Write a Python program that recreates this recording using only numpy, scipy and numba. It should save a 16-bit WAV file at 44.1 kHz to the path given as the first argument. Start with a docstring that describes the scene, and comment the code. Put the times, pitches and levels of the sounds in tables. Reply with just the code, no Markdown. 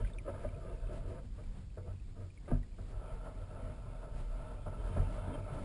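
"""Low, restless rumble under gritty scraping, with knocks, watery pings and gulps: a sealed camera on a pole in a river.
The current drives noise through the low modes of the pole; scattered grains ring the shell and the lens port.
Knocks and the soft thumps of eddies are short pushes on these modes, bubbles are gliding, fading sines, the far river
is banded noise. The recorder samples slowly and holds each value, so the treble mirrors the middle."""
import sys
import numpy as np
from scipy import signal
from scipy.fft import rfft, irfft
from scipy.io import wavfile
from scipy.ndimage import uniform_filter1d
from numba import njit

SR = 44100
rng = np.random.default_rng(int(sys.argv[2]) if len(sys.argv) > 2 else 0)


def volts_from_decibels(level):
    """Turn decibel levels (scalar or array-like) into linear amplitude factors."""
    exponent = np.asarray(level, float) / 20
    return 10 ** exponent


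def to_wav(sig):
    """Store sig (one row per channel, or 1-D mono) as 16-bit WAV at the path in sys.argv[1].

    Samples outside -1..1 are clipped; the rate is SR.
    """
    pcm = np.clip(np.atleast_2d(sig), -1, 1) * 32767
    pcm = np.round(pcm).astype(np.int16)
    wavfile.write(sys.argv[1], SR, pcm.T)  # frames by channels


N = 248724
TIME = np.arange(N) / SR

# Modes of the pole and its mount. Each row: pitch in Hz, width in Hz when driven steadily, relative level in dB.
POLE_MODES = [(26.2, 13.5, -3.5), (40.16, 10.6, 1), (61.3, 16, -10), (92, 11, -4.5), (141.7, 15.5, -14),
              (184, 12, -16.5), (245, 17.7, -15), (281, 45, -21.5)]


def level(x, db):
    """Scale to an rms level in dB."""
    return x * volts_from_decibels(db) / np.sqrt(np.mean(x ** 2))


def curve(table):
    """Draw a line through rows of (seconds, value), sample by sample."""
    seconds, values = np.transpose(table)
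    return np.interp(TIME, seconds, values)


def walk(rate):
    """Random levels held 1 / rate s and slewed twice; spread near 1."""
    hold = int(SR / rate)
    steps = np.repeat(rng.standard_normal(N // hold + 1), hold)
    return 1.3 * uniform_filter1d(uniform_filter1d(steps, hold), hold)[:N]


@njit
def resonance(x, hz, width):
    """State-variable bandpass: its centre is given per sample, gain 1 at the centre."""
    out, band, low = np.empty(len(x)), 0., 0.
    for i in range(len(x)):
        g, damping = np.tan(np.pi * hz[i] / SR), width / hz[i]
        v = (band + g * (x[i] - low)) / (1 + g * (g + damping))
        band, low = 2 * v - band, low + 2 * g * v
        out[i] = damping * v
    return out


def ring(x, modes, patchy_db):
    """Drive a set of modes; neighbours swing in opposite senses, each caught now more, now less."""
    out = np.zeros(N)
    for k, (hz, width, db) in enumerate(modes):
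        drive = volts_from_decibels(patchy_db * walk(18)) * x
        out += (-1) ** k * volts_from_decibels(db) * resonance(drive, np.full(N, 1. * hz), 1. * width)
    return out


def grit(rate, spread_db):
    """Scattered contacts at a rate per second, of either sign, most near full size and a few much larger."""
    when, sign, size = rng.random((N, 3)).T
    return (when < rate / SR) * np.sign(sign - .5) * volts_from_decibels(-spread_db * np.log(1 - size))


def blows(db_column, modes, damping, contact_s=0.0017):
    """Each knock or thump is a short push; bending waves carry it to the microphone, the low ones slowest."""
    # Knocks on the housing, and soft low thumps as eddies shove the pole. Each row: start in seconds, then peak
    # levels in dB of the rap on the shell, the sway of the pole, its first bend and the ring of the mount.
    knocks = [(.004, -63, -27.5, -37, -43.5), (0.164, -62, -36.5, -54, -62), (.298, -46, -54, -40, -42.5),
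              (0.445, -56, -31, -37, -43), (0.816, -58, -30.5, -48, -60), (1.108, -46, -40, -47, -54),
              (1.04, -58, -58, -50, -44.5), (1.24, -60, -53, -46.5, -44.5), (1.775, -45, -53, -38.5, -62),
              (1.877, -43, -71, -35.5, -55), (1.93, -62, -55, -40.5, -59), (2.181, -52, -48, -43.5, -49.5),
              (2.224, -60, -52, -43, -58), (2.475, -60, -53, -51, -62), (2.514, -27, -22.5, -30, -24.5),
              (2.788, -42.5, -34.5, -40, -46), (2.955, -60, -40.5, -49, -56), (3.029, -58, -51, -52, -57),
              (3.125, -55, -35.5, -49, -58), (3.624, -55, -37, -59, -62), (4.14, -56, -34, -49, -63),
              (4.261, -60, -38, -58, -60), (4.665, -37, -49, -33, -45), (4.968, -36.5, -50, -30.5, -32),
              (4.982, -42, -22.5, -30, -36.5), (5.154, -58, -33.5, -55, -64),
              (5.273, -42, -49, -48.5, -38.5)]
    out, t = np.zeros(N + SR), TIME[:SR // 2]
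    answer = 0
    for hz, width, db in modes:
        late = np.maximum(t - 0.056 / np.sqrt(hz) + 0.0014, 0)
        fade = np.exp(-np.pi * damping * width * late)
        answer = answer + volts_from_decibels(db) * fade * np.sin(2 * np.pi * hz * late)
    push = np.hanning(int(max(contact_s, 2e-4) * SR) + 2)
    sound = np.convolve(answer, push)
    sound = sound / np.max(np.abs(sound))
    for row in knocks:
        out[int(row[0] * SR):][:len(sound)] += volts_from_decibels(row[db_column]) * sound
    return out[:N]


def pole():
    """Eddies shake the pole without pause; pushed, each mode rings more purely than the eddies let it."""
    # Strength of the current. Each row: time in seconds, sway of the pole in dB.
    current = [(0.0, -40.5), (0.3, -43.5), (0.74, -44), (0.96, -42), (1.33, -44), (1.84, -43.5),
               (2.21, -47), (2.97, -44), (3.71, -47.5), (3.96, -45), (4.15, -42), (4.59, -45.5),
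               (4.95, -39.5), (5.4, -43), (5.56, -41), (5.64, -42)]
    eddy_db, surge_db, upper_db = 2, 2.5, -7  # spread of eddies and surges; upper modes against the sway
    sway = level(ring(rng.standard_normal(N), POLE_MODES[:3], eddy_db), 0)
    surges = volts_from_decibels(surge_db * walk(6)) * rng.standard_normal(N)
    upper = level(ring(surges, POLE_MODES[3:6], 1.5), upper_db)
    pushed_sway = blows(2, POLE_MODES[1:3], 0.63)
    pushed_bend = blows(3, POLE_MODES[3:4], 0.59)
    pushed_mount = blows(4, (POLE_MODES[4], *POLE_MODES[6:]), 0.57)
    return volts_from_decibels(curve(current)) * (sway + upper) + pushed_sway + pushed_bend + pushed_mount


def scraping():
    """Level in dB of all drags together: each swells, holds and dies away."""
    # Grit pressed against the housing. Each row: start in seconds, swell in seconds, hold in seconds,
    # scraping level in dB.
    drags = [(0, .001, .004, -47), (0, .001, 0.31, -62), (0.245, 0.042, 0.0091, -46),
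             (0.318, .03, 0.096, -52.5), (0.398, 0.041, .008, -46), (0.474, 0.016, 0.61, -56.5),
             (0.606, 0.091, 0.032, -53), (0.813, 0.019, 0.0095, -56.5), (0.875, 0.036, .03, -55),
             (0.99, .015, .04, -65), (1.099, .004, 0.083, -53), (1.379, .004, 0.014, -60),
             (1.53, .045, .05, -70), (1.769, 0.0062, 0.011, -52), (1.83, 0.058, 0.022, -56),
             (2.146, 0.026, 0.085, -60), (2.39, .02, .04, -76), (2.475, .005, 0.054, -54.5),
             (2.504, .002, 0.051, -50.5), (2.64, .06, 0.041, -73), (2.777, .012, 0.0044, -52.5),
             (2.87, 0.084, 0.73, -55), (2.96, 0.072, 0.13, -53.5), (3.217, 0.056, 0.024, -51),
             (3.474, .13, 0.097, -53), (3.656, 0.074, 0.28, -56.5), (3.92, 0.088, 0.083, -54),
             (4.092, 0.055, 0.22, -56), (4.16, 0.041, .015, -58), (4.278, 0.14, 0.12, -48.5),
             (4.507, 0.062, 0.057, -54.5), (4.657, 0.0067, 0.018, -46), (4.715, 0.014, 0.32, -49),
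             (4.957, .01, 0.027, -45.5), (5.047, 0.027, 0.15, -48.5), (5.15, 0.13, 0.038, -44.5),
             (5.327, 0.021, 0.0091, -43.5), (5.365, .01, 0.037, -48.5), (5.438, 0.012, 0.015, -50.5),
             (5.457, 0.035, .2, -46)]
    let_go_db_per_s = 354
    power = volts_from_decibels(-85) ** 2  # the trickle of grit that never stops
    for start, swell, hold, db in drags:
        rise = np.clip((TIME - start) / max(swell, 1e-3), 0, 1)
        since_hold = np.clip(TIME - start - swell - hold, 0, 1)
        power = power + (rise * volts_from_decibels(db - let_go_db_per_s * since_hold)) ** 2
    return 10 * np.log10(power)


def housing():
    """Grit drags unevenly over shell and lens port; the place of contact decides which modes speak."""
    # Modes of the shell. Each row: pitch in Hz, width in Hz, relative level in dB when rubbed underneath,
    # relative level in dB when rubbed on the flank.
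    shell_modes = [(360.6, 47, 1.5, -16), (485, 42, 3, -5), (550, 50.7, 0.5, -5), (614, 44.6, 0.5, 1.5),
                   (671, 23.3, 1, -1.5), (734, 26, -28.5, -7), (894, 44, -16, -5), (1058, 78, -19, -13),
                   (1191, 52, -12, -13), (1319.6, 45.6, -10.5, -4.5), (1508, 130, -16.5, -16),
                   (1720, 135, -20.5, -21)]
    # Modes of the lens port. Each row: pitch in Hz, width in Hz, relative level in dB.
    lens_modes = [(2140, 190, 8.5), (2450, 150, 7), (2680, 154, 7), (3070, 65, 9), (3450, 340, 1),
                  (4970, 52, -18)]
    # Where the grit drags. Each row: time in seconds, place from 0 (underside) to 1 (flank).
    place = [(0, 0.36), (2.8, 0.058), (2.95, 0.96), (5.64, 1)]
    # A puff of sand strikes the port: centre in seconds, spread in seconds, peak level in dB.
    sand_puff = (.07, 0.035, -68.5)
    scrape_db = scraping()
    flank = np.clip(curve(place), 0, 1)
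    pressure = volts_from_decibels(1.58 * walk(24.9))
    # grains are round, so dull above 2500 Hz
    dull = signal.butter(2, 2500, fs=SR, output="sos")
    drag = pressure * level(signal.sosfilt(dull, grit(7000, 2.06)), 0)
    underside = [(hz, width, under_db) for hz, width, under_db, _ in shell_modes]
    side = [(hz, width, flank_db) for hz, width, _, flank_db in shell_modes]
    shell = ring(np.sqrt(1 - flank) * drag, underside, 3.5) + ring(np.sqrt(flank) * drag, side, 1.0)
    # the drags also reach the upper modes of the pole
    mount = level(ring(drag, POLE_MODES[3:], 4.5), -0.11)

    # the finest sand is too dense to hear grain by grain
    sand = resonance(pressure ** 0.36 * rng.standard_normal(N), np.full(N, 2700.), 4600.0)
    # it follows the scraping averaged over 0.14 s: -75.5 dB at -56 dB of scraping, 0.85 dB per dB
    smooth_db = uniform_filter1d(scrape_db, int(0.14 * SR) + 1)
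    cloud = volts_from_decibels(-75.5 + 0.85 * (smooth_db + 56))
    centre, spread, puff_db = sand_puff
    puff = volts_from_decibels(puff_db) * np.exp(-((TIME - centre) / spread) ** 2)
    lens = (cloud + puff) * level(ring(sand, lens_modes, 2.5), 0)

    # the shell is stiffer than the pole, so the push on it is briefer
    raps = blows(1, underside, 1.4, contact_s=.0007)
    return volts_from_decibels(scrape_db) * (level(shell, 0) + mount) + lens + raps


def squeak():
    """A grain sticks and slips on the lens port: a wavering sine that swells, then drops away faster."""
    # One squeak: start in seconds, end in seconds, pitch in Hz, peak level in dB.
    grain_squeak = (5.31, 5.365, 3150, -59)
    start, end, hz, db = grain_squeak
    share = np.clip((TIME - start) / (end - start), 0, 1)
    swell = np.sin(np.pi * share ** 2)
    return volts_from_decibels(db) * swell * np.sin(2 * np.pi * hz * TIME + 0.81 * walk(88))


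def bubbles():
    """Each bubble is a fading sine that glides; low ones gulp, high ones ping, fainter ones come at random."""
    # Bubbles close by. Each row: start in seconds, level in dB ahead of swell and fade, starting pitch in Hz,
    # glide in shares of that pitch per second.
    near_bubbles = [(.0465, -48, 1530, 1.5), (.047, -50, 1980, 2), (.058, -64, 3070, -1),
                    (.073, -53, 2450, -10), (.099, -56, 1660, 10), (.135, -54.5, 3640, -4),
                    (.185, -42.5, 2500, -13.5), (.1855, -58, 5700, 5), (.2034, -60, 2110, -5),
                    (.277, -32, 556, 0.5), (.296, -37, 626, 4), (.448, -28.5, 582, 3.5),
                    (.4888, -55, 2330, 0), (.5456, -56, 2440, 1.5), (.772, -67, 2510, -5),
                    (.871, -60, 2530, 6), (1.1044, -63, 2130, -3), (1.108, -39.5, 602, 8.5),
                    (1.4381, -60, 2300, 1.5), (1.96, -65, 2500, 0), (1.998, -61.5, 2550, 0),
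                    (2.045, -66, 2350, -3), (2.3032, -58.5, 2420, 0), (2.375, -54, 2240, -2),
                    (2.4578, -62, 2020, 2), (2.6309, -56, 1940, -1), (2.7407, -64, 2250, 4)]
    chance = rng.random((24, 3))
    faint = [(a * N / SR, -70 + 6 * b, 1900 + 800 * c, 1.5) for a, b, c in chance]
    out, t = np.zeros(N + SR), TIME[:SR // 8]
    for start, db, hz, glide in list(near_bubbles) + faint:
        # larger, lower bubbles ring longer: 60 dB down in 0.05 s at 1 kHz
        t60 = .05 * (1000 / hz) ** 0.36
        fade = np.exp(-np.log(1000) * t / t60)
        swell = 1 - np.exp(-(t * hz / 0.96) ** 2)  # within a cycle or two
        tone = np.sin(2 * np.pi * hz * (t + glide * t ** 2 / 2))
        out[int(start * SR):][:len(t)] += volts_from_decibels(db) * fade * swell * tone
    return out[:N]


def wash():
    """The far rush of the river and the microphone's own hiss: noise in half-octave bands that flicker a little."""
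    # Spectrum of the rush. Each row: frequency in Hz, relative density in dB per Hz.
    rush_spectrum = [(88, -28), (150, 3.5), (327, -8), (622, -26.5), (782, -34), (1300, -39), (1730, -24.5),
                     (4080, -26.5), (5800, -21.5), (7540, -66), (12800, -120)]
    hz, db = np.transpose(rush_spectrum)
    bands = 150 * 2 ** np.arange(0, 5.4, .5)
    gains = np.interp(np.log(bands), np.log(hz), db) + 10 * np.log10(bands)
    flicker_db = .4
    rush = np.zeros(N)
    for f, gain in zip(bands, gains):
        centre = np.full(N, f)
        noise = resonance(resonance(rng.standard_normal(N), centre, f / 2), centre, f / 2)
        rush += volts_from_decibels(gain + flicker_db * walk(13)) * noise / np.sqrt(f)  # wider bands pass more noise
    return level(rush, -63.5)


def scene():
    """Everything reaches one microphone through the housing."""
    return (pole() + housing() + squeak() + bubbles() + wash())[None]


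def roll_off(x):
    """The treble ends steeply here."""
    return signal.sosfilt(signal.butter(12, 11050, fs=SR, output="sos"), x)


def record(dry):
    """Slow sampling mirrors the band about half the rate; holding each value tilts the mirror image down."""
    hold_hz, top_hz = 12000, 10900
    hz = np.fft.rfftfreq(N, 1 / SR)
    treble_cut = 1 + (hz / 5800) ** 14
    bass_cut = 1 + (17 / (hz + 1)) ** 6
    band = irfft(rfft(dry) / treble_cut / bass_cut, N)
    sampled = band * (1 + 2 * np.cos(2 * np.pi * hold_hz * TIME))
    # the treble comes out a little lifted
    lift = volts_from_decibels(3.8 * np.exp(-((hz - 8000) / 3000) ** 2))
    held = irfft(rfft(sampled) * np.sinc(hz / hold_hz) * lift * (hz < top_hz), N)
    return roll_off(held)


dry = scene()
out = record(dry)
to_wav(out)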